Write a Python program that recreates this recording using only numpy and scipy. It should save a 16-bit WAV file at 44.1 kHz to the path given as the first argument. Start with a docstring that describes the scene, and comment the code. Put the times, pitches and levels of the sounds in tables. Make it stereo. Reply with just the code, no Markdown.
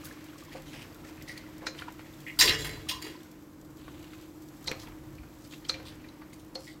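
"""A soft wet rush and rustle of vegetables over a humming extractor fan, then wooden spatulas knock on a steel wok.
Knocks are noise pulses ringing short bowl modes; skids are grainy stick-slip noise, bare and through
the modes of the iron support. Food is swept noise, tiny ticks, rustle and sizzle; behind it lie fan tones,
rushing air and the rumble of the gas hob. A phone hears it close by, through two ports, in a small hard kitchen."""
import sys
import numpy as np
from scipy import signal
from scipy.fft import rfft, irfft
from scipy.io import wavfile
from scipy.ndimage import uniform_filter1d

SR = 44100
rng = np.random.default_rng(int(sys.argv[2]) if len(sys.argv) > 2 else 0)


def unload_audio(sound):
    """Save the sound as a 16-bit wav file, at the path given as the first command line argument."""
    columns = np.transpose(np.atleast_2d(sound))
    # keep every value between -1 and 1, then stretch to whole-number steps
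    steps = np.round(np.clip(columns, -1, 1) * 32767)
    wavfile.write(sys.argv[1], SR, steps.astype(np.int16))


N = 299880
T = np.arange(N) / SR


def undb(db):
    """Decibels to gain."""
    return 10 ** (np.asarray(db) / 20)


def unit(x):
    """Scale to rms 1."""
    return x / np.sqrt(np.mean(x ** 2))


def fade(t, t60_s):
    """Exponential decay that loses 60 dB in t60_s."""
    return 1000. ** (-t / t60_s)


def colour(x, points):
    """Shape a spectrum by (Hz, dB) points, cut by 60 dB outside them; rms 1."""
    hz, db = np.transpose(points)
    log_f = np.log(np.fft.rfftfreq(x.shape[-1], 1 / SR) + 1)
    gain = undb(np.interp(log_f, np.log(hz), db, -60, -60))
    return unit(irfft(rfft(x) * gain, x.shape[-1]))


def band(x, lo_hz, hi_hz):
    """Fourth-order band-pass."""
    return signal.sosfilt(signal.butter(2, [lo_hz, hi_hz], "band", fs=SR, output="sos"), x)


def ring(x, hz, t60_s):
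    """One decaying mode; a unit impulse rings with amplitude about 1."""
    r, w = fade(1 / SR, t60_s), 2 * np.pi * hz / SR
    return signal.lfilter([0, np.sin(w)], [1, -2 * r * np.cos(w), r * r], x)


def walk(rate_hz):
    """Random levels held 1 / rate_hz and slewed; spread near 1."""
    k = int(SR / rate_hz)
    steps = np.repeat(rng.standard_normal(N // k + 1), k)
    return 1.41 * uniform_filter1d(uniform_filter1d(steps, k), k)[:N]


def grains(rate_hz, spread_db, tail_s):
    """Envelope of dense random contacts, a few much stronger, each with a short tail; rms 1."""
    when, size = rng.random((2, N))
    hits = (when < rate_hz / SR) * undb(-spread_db * np.log(size + 0.0045))
    return unit(signal.lfilter([1], [1, -np.exp(-1 / (tail_s * SR))], hits))


def curve(table):
    """Columns of a table joined by straight lines in time."""
    s, *columns = np.transpose(table)
    return [np.interp(T, s, c) for c in columns]


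ALIKE_HZ = 650  # around here the two ports pass from similar to unrelated sound


def ports(n):
    """Diffuse noise at the two ports: nearly the same in the bass, unrelated in the treble."""
    mid, side = rfft(rng.standard_normal((2, n)))
    f = np.fft.rfftfreq(n, 1 / SR) + 1
    apart = np.maximum(.1, 1 / np.sqrt(1 + (ALIKE_HZ / f) ** 4))
    return irfft(np.array([mid + apart * side, mid - apart * side]) / np.sqrt(1 + apart ** 2), n)


PORT_LAG_S = .0005  # most by which one port hears a contact before the other


def rough(n, apart=0.87):
    """Contact noise from one spot: it meets the ports at different times, partly scattered on the way."""
    x, other = rng.standard_normal((2, n))
    lag = int(PORT_LAG_S * SR * rng.uniform(-1, 1))
    return np.array([x, (np.roll(x, lag) + apart * other) / np.sqrt(1 + apart ** 2)])


def rubs(table, chatter, rise_s):
    """For each row its start sample and a burst of grainy noise that rises, holds and fades in its own colour."""
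    t = T[:3 * SR // 4]
    f = np.fft.rfftfreq(len(t), 1 / SR) + 1
    for s, db, hz, octaves, hold_s, t60_s in table:
        i = int(s * SR)
        tint = 1 / (1 + (np.log2(f / hz) / octaves) ** 2) ** 1.095
        grainy = rough(len(t)) * np.roll(chatter, -i)[:len(t)]
        rub = unit(irfft(rfft(grainy) * tint, len(t)))
        shape = np.minimum(t / rise_s, 1) * fade(np.maximum(t - hold_s, 0), t60_s)
        yield i, undb(db) * rub * shape


# Spatula blows on the bowl. Each row: start in seconds, level in dB of the blow (the clack and most layers
# follow it, the broad crack stays equally loud), pitch of the clack in Hz, low bowl ring in dB relative
# to the blow before the layer trims.
BLOWS = [(0.55, -49.5, 776, 12), (0.741, -39.5, 2710, -10.5), (1.215, -38, 2020, -30), (1.62, -43, 760, 5),
         (1.668, -22, 1510, -31), (1.67, -17.5, 4120, -26), (1.75, -35, 1620, -10), (1.79, -28, 3110, -25),
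         (1.821, -27, 1380, -23), (1.883, -26.5, 975, -44), (1.994, -31, 1360, -39),
         (3.881, -34.5, 1120, -33), (4.134, -39, 1310, -35), (4.662, -38.5, 3920, -14),
         (4.677, -15.5, 4140, -19.5), (4.715, -21.5, 2190, -13.5), (4.874, -33.5, 1930, -20),
         (4.921, -44, 1380, -20), (5.184, -41, 2390, -32), (5.235, -40, 1380, -27), (5.45, -40, 5000, -30),
         (5.524, -36, 3660, -30), (5.536, -36, 2720, -37), (5.651, -32.5, 3250, -37),
         (5.695, -13.5, 4140, -28.5), (5.743, -26.5, 2390, -16.5), (5.801, -36, 1370, -10),
         (6.047, -35.5, 1690, -36), (6.088, -42, 4020, -25), (6.219, -34.5, 1140, -35),
         (6.33, -41.5, 2140, -26), (6.554, -26.5, 4280, -11)]
# Modes of the loaded bowl, the first two its low note. Each row: pitch in Hz, relative level in dB
# before random scatter, decay t60 in seconds.
BOWL_MODES = [(530, 0, .22), (730, -5, .12), (1420, -8, .04), (2100, -6, .04), (2370, -6, .05),
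              (3820, -6, .04), (4300, -8, .06), (4600, -8, .05)]
SOFT_DB = -35  # a gentle knock
CRACK_DB, CRACK_SINKS = -19, 1  # broad crack under a gentle knock; dB it falls behind per dB of harder blow
WOOD_DB, WOOD_SINKS = -7, 0.1  # woody body, likewise


def knocks():
    """Wood lands on steel and rebounds once, more on hard blows; food damps the bowl to a dry clack and short modes."""
    out, t = np.zeros((2, N + SR)), T[:SR // 2]
    lead = T[:SR // 50]
    push = (t / .0007) * np.exp(-t / 0.00059)
    second_push = np.roll(push, int(0.00513 * SR))
    for s, db, hz, low_db in BLOWS:
        harder_db = db - SOFT_DB
        crack_db = CRACK_DB - CRACK_SINKS * harder_db
        wood_db = WOOD_DB - WOOD_SINKS * harder_db
        rebound = min(undb(0.71 * (db + 11)), 1)
        contact = rough(len(t)) * (push + rebound * second_push)

        clack = ring(contact, hz, 0.018)
        tail = band(rough(len(t)), hz / 0.89, hz * 1.57) * t / (t + .002) * fade(t, 0.12)
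        thud = band(rough(len(t)), 310, 1090) * t / (t + 0.0033) * fade(t, 0.25)
        wood_fade = fade(t, 0.013) + 0.39 * fade(t, 0.082)
        wood = band(rough(len(t)), 1100, 2440) * t / (t + 0.00052) * wood_fade
        crack = band(contact, 1000, 10000)

        # each blow wakes the modes differently
        scatter_db = 0.83 * rng.standard_normal(len(BOWL_MODES))
        modes = [undb(g + e) * ring(contact, f, t60_s)
                 for (f, g, t60_s), e in zip(BOWL_MODES, scatter_db)]
        low_note = sum(modes[:2])
        # upper modes are stronger the closer they lie to the clack: 6 dB lost per octave away
        near_modes = sum(undb(-6 * abs(np.log2(m[0] / hz))) * x
                         for m, x in zip(BOWL_MODES[2:], modes[2:]))

        # each layer is set by its peak, in dB relative to the blow
        layers = [(clack, -1.5), (tail, -15), (near_modes, -11), (low_note, low_db + 3.5),
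                  (thud, low_db - 0.5), (wood, wood_db), (crack, crack_db)]
        i = int(s * SR)
        out[:, i:i + len(t)] += sum(undb(db + g) * x / np.abs(x).max() for x, g in layers)
        # the blade grazes the steel just before it lands
        graze = unit(band(rough(len(lead)), hz / 1.15, hz * 1.67)) * np.exp(-lead[::-1] / 0.0034)
        out[:, i - len(lead):i] += undb(db - 11.5) * graze
    return out[:, :N]


# Steel slipping on iron; the two low rows (2.43 s and 3.04 s) are the hob groaning. Each row: start in seconds,
# # level in dB rms before its envelope and the mix trims, centre of its colour in Hz, spread in octaves, fade
# t60 in seconds.
SLIPS = [(1.277, -42.5, 2090, 0.19, 0.42), (2.264, -38.5, 2150, 0.24, 0.21),
         (2.388, -17, 6200, 1.3, 0.36), (2.395, -32.5, 1120, 0.36, 0.35),
         (2.402, -16, 5160, 0.58, 0.11), (2.409, -20, 2020, 0.52, 0.11), (2.43, -35, 430, 0.51, 1),
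         (2.472, -19.5, 3260, 0.66, 0.11), (2.497, -29, 2070, 0.57, 0.38),
         (2.51, -33, 5560, 0.31, 0.28), (2.58, -37, 4900, 1.1, 0.57),
         (2.644, -31, 3260, 1.77, 0.14), (2.691, -44.5, 1900, 1.2, 0.66),
         (2.886, -28, 4170, 1.08, 0.19), (2.9, -37, 1060, 0.13, 0.38),
         (3.016, -38.5, 3730, 1.5, 0.27), (3.04, -42, 350, 0.29, 0.43),
         (3.057, -42.5, 2740, 1.35, 0.17), (4.825, -46, 1130, 0.28, 0.12),
         (6.667, -50, 2020, 0.12, 0.19)]
# Modes of the cast-iron support. Each row: pitch in Hz before detuning, relative level in dB before scatter,
# decay t60 in seconds before the wok's damping.
SUPPORT_MODES = [(290, -8, .25), (360, -8, .25), (447, -9, .2), (610, -12, .15), (759, -14, .2),
                 (1034, 0, .2), (1290, -7, .1), (1955, 0, .12), (2090, -4, .12), (2213, -4, .1),
                 (2854, -3, .15), (3160, -7, .1), (3367, 0, .12), (3505, -6, .15), (3800, -6, .08),
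                 (4047, -1, .12), (4705, 2, .07), (5066, -5, .08), (5225, -5, .08), (5465, -3, .08),
                 (5778, -9, .15), (6750, -7, .12), (7374, -6, .1), (7495, -6, .1)]
SLIP_HOLD_S = 0.017
DAMPING = 1.7  # the loaded wok shortens the ring of its support by this factor


def skids():
    """Stick-slip chatter, heard bare and through the modes of the support; each slip wakes them differently."""
    out = np.zeros((2, N + SR))
    slips = [(s, db, hz, octaves, SLIP_HOLD_S, t60_s) for s, db, hz, octaves, t60_s in SLIPS]
    chatter = .5 + grains(1200, 3.2, 0.0015)
    for i, rub in rubs(slips, chatter, rise_s=0.003):
        scatter_db = 2 * rng.standard_normal(len(SUPPORT_MODES))
        detune = .003 * rng.standard_normal(len(SUPPORT_MODES))
        rung = sum(undb(g + e) * ring(rub, hz * (1 + u), t60_s / DAMPING)
                   for (hz, g, t60_s), e, u in zip(SUPPORT_MODES, scatter_db, detune))
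        clatter = np.std(rub) * unit(rung)
        out[:, i:i + rub.shape[1]] += undb(-2.0) * clatter + undb(-2.5) * rub
    return out[:, :N]


# Food tipping over or swept along the steel. Each row: start in seconds, level in dB rms before its envelope,
# centre of its colour in Hz, hold in seconds.
FOOD_SWEEPS = [(.04, -39, 7140, 0.008), (0.371, -52, 3300, 0.03), (.505, -49, 2300, 0.066),
               (0.654, -52.5, 3500, 0.076), (0.726, -47, 2150, 0.11), (1.038, -50.5, 2400, 0.055),
               (1.268, -47, 3850, 0.048), (1.364, -46, 3300, 0.011), (1.76, -46.5, 2960, 0.047),
               (3.781, -56, 1880, 0.46), (4.79, -47.5, 3250, 0.039), (5.398, -59, 4520, 0.066),
               (5.501, -50.5, 3480, 0.034), (5.849, -46, 2790, 0.038), (6.324, -53, 6100, 0.0095),
               (6.385, -55, 5500, 0.011), (6.582, -55, 4770, 0.083), (6.665, -52.5, 4050, 0.055)]
SWISH_OCTAVES, SWISH_T60_S = 0.96, 0.18  # spread of the colour; fade


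def swishes():
    """Soft wet rushes; food on the steel lets nothing ring."""
    out = np.zeros((2, N + SR))
    sweeps = [(s, db, hz, SWISH_OCTAVES, hold_s, SWISH_T60_S) for s, db, hz, hold_s in FOOD_SWEEPS]
    for i, rub in rubs(sweeps, .9 + grains(400, 3.0, .002), rise_s=.012):
        out[:, i:i + rub.shape[1]] += rub
    return out[:, :N]


# Food being turned, joined by straight lines; also steers the morsels. Each row: time in seconds,
# rustle in dB and fine sizzle in dB, both before their trims.
TURNING = [(0.0, -53, -63.5), (0.39, -56.5, -65.5), (0.8, -58.5, -65.5), (1.87, -57.5, -67),
           (2.25, -59.5, -61.5), (3.15, -55, -65), (3.55, -74, -71), (4.02, -67, -66), (4.5, -66.5, -65),
           (4.77, -58, -62), (5.02, -64.5, -68.5), (5.59, -66, -64.5), (5.75, -55.5, -68), (6.2, -63, -71),
           (6.8, -72, -73)]
# Colour of the rustle. Each row: frequency in Hz, relative level in dB.
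RUSTLE_COLOUR = [(500, -2.5), (900, -1.5), (2000, 4), (3500, -3.5), (6000, -9.5), (8500, -26),
                 (11000, -16.5)]
# Colour of the sizzle. Each row: frequency in Hz, relative level in dB.
SIZZLE_COLOUR = [(3000, 1.5), (6000, 2.5), (8000, 4), (9200, -8.5), (12000, 3), (16000, -3.5)]


def food():
    """Wet shreds slide and tumble (rustle); juice spits on hot steel (sizzle)."""
    rustle_db, sizzle_db = curve(TURNING)
    rustle = colour(ports(N) * (1.6 + grains(350, 1.0, 0.0097)), RUSTLE_COLOUR)
    sizzle = colour(ports(N) * (1.6 + grains(150, 7.3, 0.0035)), SIZZLE_COLOUR)
    return undb(rustle_db + 1.0) * rustle + undb(sizzle_db + 5.0) * sizzle


def morsels(rate_hz=30, over_db=9, spread_db=2.5):
    """Bits of food dropping back: tiny ticks at random times and pitches, louder while the rustle is."""
    out, t = np.zeros((2, N + SR)), T[:SR // 50]
    rustle_db = curve(TURNING)[0]
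    for when, pitch, size, pan in rng.random((int(rate_hz * N / SR), 4)):
        hz, i = 900 * 6. ** pitch, int(when * N)
        db = rustle_db[i] + over_db - spread_db * np.log(size + .03)
        # the tick dies within a few cycles
        tick = np.sin(2 * np.pi * hz * t) * np.exp(-t * hz / 5.4) * np.minimum(t / 0.0011, 1)
        sides = np.array([[1 + .6 * (pan - .5)], [1 - 1.4 * (pan - .5)]])
        out[:, i:i + len(t)] += undb(db) * tick * sides
    return out[:, :N]


# Hum of the fan motor. Each row: pitch in Hz before wavering, level in dB before its trim and wavering.
MOTOR_TONES = [(148, -62), (195.7, -63.5), (244.8, -65.5), (293.6, -59), (311, -52.5), (342.4, -63),
               (538, -73.5)]
# Colour of the air rush. Each row: frequency in Hz, relative level in dB.
AIR_COLOUR = [(110, -47), (190, -15.5), (246, -10), (314, -4), (392, -13.5), (537, -14.5), (709, -18.5),
              (1030, -17.5), (3600, -35.5), (7600, -36.5), (8900, -39.5), (13000, -35), (16000, -39.5)]
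AIR_DB = -53  # about which the rush swells


def fan():
    """Motor tones that waver a little, over a rush of air that swells only slightly."""
    tones = 0
    for hz, db in MOTOR_TONES:
        gain = undb(db + 2.5 + 1.6 * walk(6))
        phase = 2 * np.pi * np.cumsum(hz + 0.782 * walk(4)) / SR
        tones = tones + gain * np.sin(phase)
    swell_db = .8 * walk(3)
    return tones + undb(AIR_DB + swell_db) * colour(ports(N), AIR_COLOUR)


# Level of the stove's rumble, joined by straight lines. Each row: time in seconds, level in dB before its trim.
HOB_LEVEL = [(0.0, -57), (0.32, -61.5), (0.54, -56), (1.4, -55.5), (2.36, -58.5), (2.42, -41.5),
             (3.3, -63.5), (4.01, -56), (4.5, -62), (4.67, -54.5), (5.22, -51), (5.3, -60), (6.0, -53.5),
             (6.1, -60), (6.8, -58)]
# Colour of the rumble. Each row: frequency in Hz, relative level in dB.
HOB_COLOUR = [(12, -36.5), (20, -12), (43, 1), (146, 2), (173, -3.5), (199, -15.5), (220, -26.5),
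              (290, -22.5), (480, -120)]


def hob():
    """Low rumble of the stove body: bass noise that follows the level curve."""
    return undb(curve(HOB_LEVEL)[0] + 2.5) * colour(ports(N), HOB_COLOUR)


ROOM_T60_S, ROOM_DB = 0.3, -15.5


def kitchen(near):
    """Echo off tiles and cupboards: decaying band-limited noise as the room's response."""
    t = T[:SR // 2]
    echo = band(rng.standard_normal((2, len(t))), 300, 7000) * fade(t, ROOM_T60_S) * (t > .003)
    echo = echo / np.sqrt(np.sum(echo ** 2) / 2)
    return undb(ROOM_DB) * signal.fftconvolve(near, echo, axes=1)[:, :N]


def scene():
    """Knocks, skids, swishes and morsels echo in the kitchen; rustle, sizzle, fan and hob are added without echo."""
    near = knocks() + skids() + swishes() + morsels()
    return near + kitchen(near) + food() + fan() + hob()


TOP_HZ = 15800


def record(dry):
    """The phone rounds the loudest peaks and cuts the top."""
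    return signal.sosfilt(signal.ellip(10, .2, 70, TOP_HZ, fs=SR, output="sos"), np.tanh(dry))


dry = scene()
out = record(dry)
unload_audio(out)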